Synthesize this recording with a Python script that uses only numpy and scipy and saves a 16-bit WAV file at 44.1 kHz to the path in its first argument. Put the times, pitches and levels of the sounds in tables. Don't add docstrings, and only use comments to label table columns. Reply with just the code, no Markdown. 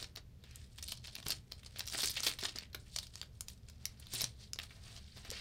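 import sys
import numpy as np
from scipy import signal
from scipy.fft import rfft, irfft
from scipy.io import wavfile
from scipy.ndimage import uniform_filter1d

SR = 44100
rng = np.random.default_rng(int(sys.argv[2]) if len(sys.argv) > 2 else 0)


def output_pcm(signal):
    pcm = np.clip(np.atleast_2d(signal).T, -1, 1) * 32767
    wavfile.write(sys.argv[1], SR, np.round(pcm).astype(np.int16))


N = 238272


def gain_of(db):
    return 10 ** (np.asarray(db) / 20)


def evened(x):
    return x / np.sqrt(np.mean(x ** 2) + 1e-20)


def read_curve(points, hz):
    f, value = np.transpose(points)
    return np.interp(np.log(hz + 1), np.log(f + 1), value)


def add(mix, start_s, sound):
    part = mix[round(start_s * SR):][:len(sound)]
    part += sound[:len(part)]


def ring(x, hz, width_hz):
    return signal.lfilter(*signal.iirpeak(hz, hz / width_hz, SR), x)


def dull(x, hz):
    return signal.sosfilt(signal.butter(2, min(hz, 15000), fs=SR, output="sos"), x)


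# [t/s at full strength, hold/s, level/dB,
# large folds/dB, fine wrinkles/dB (scaled for the middle size), sheet/dB, grain 0-1]
TUGS = [(0, 0.019, -54.5, -9, -10, -5, 0.33), (0.457, 0.11, -71.5, 3.5, -24, -7, 0.2),
        (0.555, 0.094, -72, -4, -3, -8, 0), (0.718, .02, -75.5, -6, -4, -15, 0.2),
        (0.794, 0.042, -64.5, -3, -1.5, -19, 0.76), (0.901, 0.0074, -45.5, -34, -9.5, -15, 0.82),
        (1.046, 0.024, -55.5, -10, -17, -15, 0.72), (1.16, 0.018, -57.5, -17, -7, -6, 1),
        (1.303, 0.0033, -49, -3, -0.5, -29, 0.45), (1.515, 0.22, -72.5, -5, -3.5, -8, 0.8),
        (1.783, 0.035, -60, -2, -8, -5, 0.34), (1.945, 0.088, -49.5, -5.5, 1.5, -9.5, 0.4),
        (2.015, 0.071, -42, -13, -5.5, -31, 0.8), (2.179, 0.0044, -44, -3.5, -16, -21, 0.6),
        (2.247, 0.041, -48.5, 0, 2.5, -14, 0.9), (2.434, .02, -47.5, -6.5, -7, -31, 0.7),
        (2.564, 0.049, -61.5, 4.5, -8, -13, 0.85), (2.797, 0.012, -72, -20, -2, -20, 0.1),
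        (2.867, 0.022, -72.5, 0, -3, -20, 0.2), (2.941, .1, -60.5, -20, -6, -17, 0.2),
        (3.142, 0.073, -66, -11, -5, -8, 0.64), (3.345, .05, -79.5, -16, -0.5, -17, 0.3),
        (3.508, 0.016, -67.5, -12, 0.5, -11, 0.5), (3.693, 0.0088, -65, -10, -11, -8, 0.54),
        (3.809, 0.12, -72, -9, -11, -0.5, 0.4), (3.994, 0.095, -69, -4.5, -18, -5, 0.5),
        (4.146, 0.084, -47, -8, -7, -15, 0), (4.409, .03, -62, -16, -13, -10, 0.06),
        (4.625, 0.024, -61, -6, -3, -12, 0.9), (4.701, 0.077, -71.5, -6, -4, 2.5, 0.07),
        (4.842, 0.14, -63, -10, -9, -3, 0), (5.02, 0.12, -68, -5.5, -23, -24, 0),
        (5.179, 0.0091, -60, -9, -12, -2.5, 0.16), (5.259, .02, -66, 0, -11, 7.5, 0.15),
        (5.33, .08, -53.5, -3.5, -29, -7.5, 0)]
SWELL_DB_PER_S, SETTLE_DB_PER_S, REST_DB = 338, 282, -102.5


def tugs():
    peak_s, hold_s, level_db, *colours = np.transpose(TUGS)[:, :, None]
    t = np.arange(0, N / SR + .01, .002)
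    swell_db = SWELL_DB_PER_S * np.maximum(peak_s - t, 0)
    settle_db = SETTLE_DB_PER_S * np.maximum(t - peak_s - hold_s, 0)
    power = gain_of(2 * (level_db - swell_db - settle_db))
    total_db = 10 * np.log10(power.sum(0) + gain_of(2 * REST_DB))
    blends = [(power * colour).sum(0) / power.sum(0) for colour in colours]
    return [np.interp(np.arange(N) / SR, t, curve) for curve in [total_db] + blends]


def pops(grain, clumps):
    slips_per_s = 7000
    unevenness = 1.84 * np.minimum(rng.exponential(1, N), 5)
    size = gain_of(grain * (unevenness + 8.0 * clumps))
    slips = size * rng.standard_normal(N) * (rng.random(N) < slips_per_s / SR)
    running_power = uniform_filter1d(slips ** 2, size=4096)
    return slips / np.sqrt(running_power + 1e-9)


# [f/Hz, width/Hz, level/dB]
SHEET_MODES = [(372, 350, 3), (672, 82, 7.5), (1520, 2140, 3.5)]


def drum(x):
    return sum(gain_of(db) * ring(x, hz, width_hz) for hz, width_hz, db in SHEET_MODES)


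# [f/Hz, level/dB per Hz]
FILM_COLOUR = [(900, -10.5), (2200, 5), (3200, 10), (4700, 10.5), (6500, 4), (9000, 6), (11500, -11.5),
               (14000, -6), (16000, -14)]
# [f/Hz, spread/octaves]
CREASE_SIZES = [(1900, 0.66), (4300, 0.49), (7200, 0.82), (12500, 0.91)]


def crinkle():
    level_db, folds_db, wrinkles_db, sheet_db, grain = tugs()
    clumps = evened(signal.lfilter([1], [1, -.992], rng.standard_normal(N)))
    trains = np.array([pops(np.clip(grain, 0, 1), clumps) for _ in CREASE_SIZES])
    hz, _, spectra = signal.stft(trains, SR, nperseg=256, noverlap=192)

    film_gain = gain_of(read_curve(FILM_COLOUR, hz))
    bands = []
    for f, spread in CREASE_SIZES:
        octaves = np.log2((hz + 1) / f)
        bands.append(np.exp(-(octaves / spread) ** 2 / 2) * film_gain)
    bands = np.array(bands)
    bands /= np.sqrt(np.mean(bands ** 2, axis=1, keepdims=True))

    patches = uniform_filter1d(rng.standard_normal(spectra.shape[1:]), size=16, axis=0)
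    patches = evened(uniform_filter1d(patches, size=4, axis=1))
    coloured = spectra * bands[:, :, None] * gain_of(3.13 * patches)
    sizes = signal.istft(coloured, SR, nperseg=256, noverlap=192)[1][:, :N]

    film = gain_of(folds_db) * sizes[0] + sizes[1]
    film += gain_of(0.5 + 0.32 * wrinkles_db) * sizes[2]
    film += gain_of(wrinkles_db) * sizes[3]
    sheet = gain_of(sheet_db) * evened(drum(trains[0]))
    return gain_of(level_db) * (film + sheet)


# [f/Hz, level/dB per Hz]
HUM_COLOUR = [(12, -46), (20, -1), (45, -3.5), (66, 7), (100, -0.5), (123, 3.5), (150, -10.5), (190, -7),
              (314, -23.5), (430, -21.5), (990, -34.5), (5000, -37), (9000, -45), (13900, -43),
              (16500, -55)]
HUM_DB = -56


def hum():
    hz = np.fft.rfftfreq(N, 1 / SR)
    spectrum = rfft(rng.standard_normal(N)) * gain_of(read_curve(HUM_COLOUR, hz))
    return gain_of(HUM_DB) * evened(irfft(spectrum, N))


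# [delay t/s, level/dB]
ECHOES = [(.0022, -23), (.0105, -15.5), (.0225, -42)]
# [f/Hz, t60/s]
ROOM_DECAY = [(400, 0.36), (1500, 0.22), (4500, 0.16), (10000, 0.11)]
ROOM_DB, ROOM_RISE_S = -13, 0.0054


def room(x):
    taps = np.zeros(SR // 2)
    slots = np.arange(0, len(taps) - 20, 20)
    taps[slots + rng.integers(0, 20, len(slots))] = rng.choice([-1., 1.], len(slots))
    hz, t, spectrum = signal.stft(taps, SR, nperseg=256)
    decay = gain_of(-60 * t / read_curve(ROOM_DECAY, hz)[:, None])
    tail = signal.istft(spectrum * decay, SR, nperseg=256)[1][:len(taps)]
    tail *= 1 - np.exp(-np.arange(len(tail)) / SR / ROOM_RISE_S)
    answer = gain_of(ROOM_DB) * tail / np.linalg.norm(tail)
    for k, (delay_s, db) in enumerate(ECHOES):
        add(answer, delay_s, (-1) ** k * gain_of(db) * np.array([.7, .3]))
    return x + signal.fftconvolve(x, answer)[:N]


# [t/s, level/dB, f/Hz, t60/s]
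FLAPS = [(0.019, -41.5, 92.5, 0.031), (1.263, -32.5, 127, 0.026), (1.266, -40.5, 386, 0.036),
         (1.33, -39, 101, 0.028), (1.948, -46, 327, 0.037), (2.264, -42, 320, 0.056),
         (2.432, -37.5, 310, 0.021), (2.554, -42, 202, 0.022), (4.135, -45, 114, 0.25),
         (4.235, -32.5, 122, 0.033), (5.29, -41, 39, 0.054), (5.316, -40.5, 492, 0.049)]


def flap(level_db, hz, t60_s):
    t = np.arange(8192) / SR
    breath = evened(ring(rng.standard_normal(len(t)), 2 * hz, 2 * hz))
    push = np.sin(2 * np.pi * hz * t) + 0.34 * breath
    onset = 1 - np.exp(-t / 0.00075)
    return gain_of(level_db - 60 * t / t60_s) * onset * push


# [t/s, level/dB, crease f/Hz, sheet/dB and edge/dB relative to level,
# length/ms (limited to 0.3-12 when played)]
SNAPS = [(0.0265, -34.5, 3640, -15, -13, 1.8), (.0424, -41.5, 3620, -10, -17, 3.8),
         (0.1554, -50, 5240, -7, -3, 1.8), (.1604, -36.5, 4770, -15, -9, 2),
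         (0.1705, -45.5, 4030, -2.5, -21, 16), (0.438, -53, 3570, -5.5, -8, 6.2),
         (0.51, -53, 5760, -12, -19, 3), (0.5581, -40.5, 7700, -46, -27, 1.5),
         (0.784, -44, 3430, -25, -8.5, 4.9), (0.793, -51, 3380, -25, -15, 1.9),
         (0.8259, -38.5, 5860, -22, -8, 6.4), (0.836, -49, 3030, -30, -4, 2.9),
         (0.883, -39, 4500, -38, -4, 7.5), (0.9217, -35.5, 3100, -15.5, -3, 3.9),
         (1.041, -49, 4030, -28, -14, 2.8), (1.054, -47, 3660, -26, -18, 2.6),
         (1.0719, -41.5, 4300, -22, -7, 2.7), (1.0797, -46.5, 3540, -10, -22, 11),
         (1.1529, -35, 4100, -27, -4.5, 2.3), (1.1634, -45.5, 2700, -9, -15, 4.6),
         (1.1851, -49, 3500, 3, -19, 2.2), (1.227, -46, 3500, -11, -14, 4.2),
         (1.2605, -43.5, 3300, -11, -5, 13), (1.266, -33.5, 4530, -4.5, -24, 1.6),
         (1.2832, -46.5, 5030, -6, 14.5, 1.9), (1.295, -37.5, 4800, -6.5, -21, 3.2),
         (1.3042, -26, 4930, -20, -4.5, 3.7), (1.3196, -31, 4660, -24, -15, 4.5),
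         (1.3658, -58, 4800, -10, -9, 2.5), (1.515, -51, 4400, -8, -19, 5),
         (1.5202, -36, 4480, -19, -8, 2.7), (1.6318, -54, 2930, -6, -9, 6),
         (1.6611, -44.5, 4700, -13.5, -21, 8.8), (1.76, -46, 3400, -4.5, -18, 2.8),
         (1.786, -45.5, 8800, -5, -13, 3.6), (1.7935, -32.5, 5300, -25, -3, 2.7),
         (1.8059, -31, 3800, -29, -23, 3), (1.8567, -46.5, 5500, -23, -17, 5.8),
         (1.868, -45, 5400, -26, 0, 2.6), (1.875, -34.5, 5400, -30, -6, 2.2),
         (1.8827, -38, 5400, -23, -10, 4.6), (1.899, -37, 5030, -27, -8, 2.6),
         (1.924, -37, 4970, -12, -17, 2.6), (1.9341, -36, 4230, -16, -5, 7.7),
         (1.947, -43, 1960, 4, -13, 2.5), (1.9539, -33, 4100, -6, -13, 1.6),
         (1.979, -34.5, 6400, -10, -14, 4.6), (1.989, -38.5, 4660, -2, -21, 13),
         (2.011, -36, 4300, -27, -7, 3.3), (2.019, -35, 4800, -26, -3, 7.2),
         (2.0316, -29.5, 4570, -6.5, -8, 7.5), (2.0457, -35.5, 5000, -3.5, -4, 2.7),
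         (2.0573, -30, 8200, -31, -17, 3.1), (2.0663, -36, 5700, -29, -9, 7.1),
         (2.0735, -30, 4840, -37, -9, 1.7), (2.0964, -36.5, 5050, -15, -3, 8.8),
         (2.1051, -42, 4950, -33, 5, 4.2), (2.137, -46, 5250, -29, -2, 6.6),
         (2.1691, -33.5, 3020, -37, -15, 12), (2.2036, -31, 5770, -11.5, -19, 2.9),
         (2.2326, -30.5, 4900, -22, -6, 11), (2.2657, -24.5, 4020, -15.5, -8, 11.5),
         (2.289, -42, 4700, -3, -1, 5.8), (2.2986, -38.5, 3580, -21, -7, 9.5),
         (2.314, -35.5, 4370, -15, -20, 2.1), (2.3875, -38, 3660, -19, -9, 7.1),
         (2.405, -48, 2570, -24, -3, 6.8), (2.4278, -40.5, 3550, 0, -21, 2.1),
         (2.436, -32, 4400, -7, -11, 3), (2.447, -39.5, 7700, -1, -14, 3.6),
         (2.4524, -30.5, 3450, -12, -20, 5.7), (2.4842, -39.5, 4270, -11, -16, 13),
         (2.5579, -38, 4800, -9, -20, 9.6), (2.5861, -31.5, 4350, -28, -11, 1.8),
         (2.6219, -55.5, 2800, 1, -21, 5.2), (2.7301, -50.5, 4100, -25, -10, 7.5),
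         (2.7462, -37.5, 3680, -1, -3, 4.8), (2.9612, -29.5, 5100, -16.5, -23, 5),
         (2.9863, -29.5, 4830, -38, -10, 3), (3.0295, -45.5, 3820, -24, -8, 3.9),
         (3.068, -46.5, 5240, -19, -11, 3.8), (3.1558, -38.5, 4900, -34, -30, 1.7),
         (3.2144, -33, 4340, -32, -10.5, 1.5), (3.229, -46.5, 3400, -2.5, -8, 4.1),
         (3.4079, -33.5, 7550, -51, -31, 2.2), (3.4833, -38.5, 5800, -24, -9, 3.9),
         (3.499, -51, 4100, -24, -2, 5.2), (3.6978, -48.5, 5550, -8.5, -4, 2.2),
         (3.8544, -27, 5630, -32, -5.5, 2.8), (3.998, -55, 8800, -11, 1, 4.6),
         (4.0685, -44.5, 3900, -27, -10, 2.5), (4.1358, -37, 6100, -11.5, 0, 6.1),
         (4.1496, -38.5, 9800, -24, -5, 2.3), (4.2083, -30.5, 5500, -25, -9, 3.3),
         (4.2163, -28.5, 5400, -13, -2, 4.2), (4.2417, -26, 5500, -32, -24, 2.8),
         (4.5332, -30, 5600, -31, -9, 1.9), (4.5586, -47, 4300, -6, -26, 3.1),
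         (4.5884, -31, 3470, -13, -14, 3), (4.5979, -38.5, 2440, -21, -19, 4.9),
         (4.617, -46, 3900, -20, -25, 2.8), (4.6365, -44, 3970, -10.5, -7.5, 3),
         (4.7064, -52.5, 2150, -12, -15, 7.9), (4.9639, -44.5, 3950, -19, -13, 2.3),
         (4.9752, -51, 3200, -14, -16, 4.5), (5.164, -55, 5100, -2.5, -10, 12),
         (5.1714, -52.5, 3900, -0.5, -8, 8), (5.2484, -49, 3960, -2.5, -8, 13),
         (5.3029, -34, 5940, -28, -22, 1.5), (5.3133, -35, 6000, -25, -11, .69),
         (5.33, -43, 4400, -19, -15, .83)]


def snap(level_db, hz, sheet_db, edge_db, length_ms):
    t = np.arange(1536) / SR
    length_s = np.clip(length_ms, .3, 12) / 1000
    rise = 1 - np.exp(-t / .00015)
    fade = gain_of(-11 * t / length_s)
    slips = rng.standard_normal(len(t)) * rise * fade

    crease = ring(slips, hz, 0.27 * hz) + 0.37 * ring(slips, 1.08 * hz, 1.49 * hz)
    crease = dull(crease, 2.06 * hz)
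    edge = ring(ring(slips, 10500, 8000), 10500, 12000)
    sheet = dull(drum(slips), 4500)

    burst = 0
    for part_db, part in [(0, crease), (edge_db, edge), (sheet_db, sheet)]:
        strongest = np.sqrt(uniform_filter1d(part ** 2, size=44).max())
        burst = burst + gain_of(level_db + part_db) * part / strongest
    return burst


def scene():
    film = crinkle()
    for start_s, *settings in FLAPS:
        add(film, start_s, flap(*settings))
    for start_s, *settings in SNAPS:
        add(film, start_s, snap(*settings))
    return (room(film) + hum())[None]


EDGE_HZ = 15900


def record(dry):
    lowpass = signal.firwin(511, EDGE_HZ, window=("kaiser", 9), fs=SR)
    return signal.oaconvolve(dry, lowpass[None], "same")


dry = scene()
out = record(dry)
output_pcm(out)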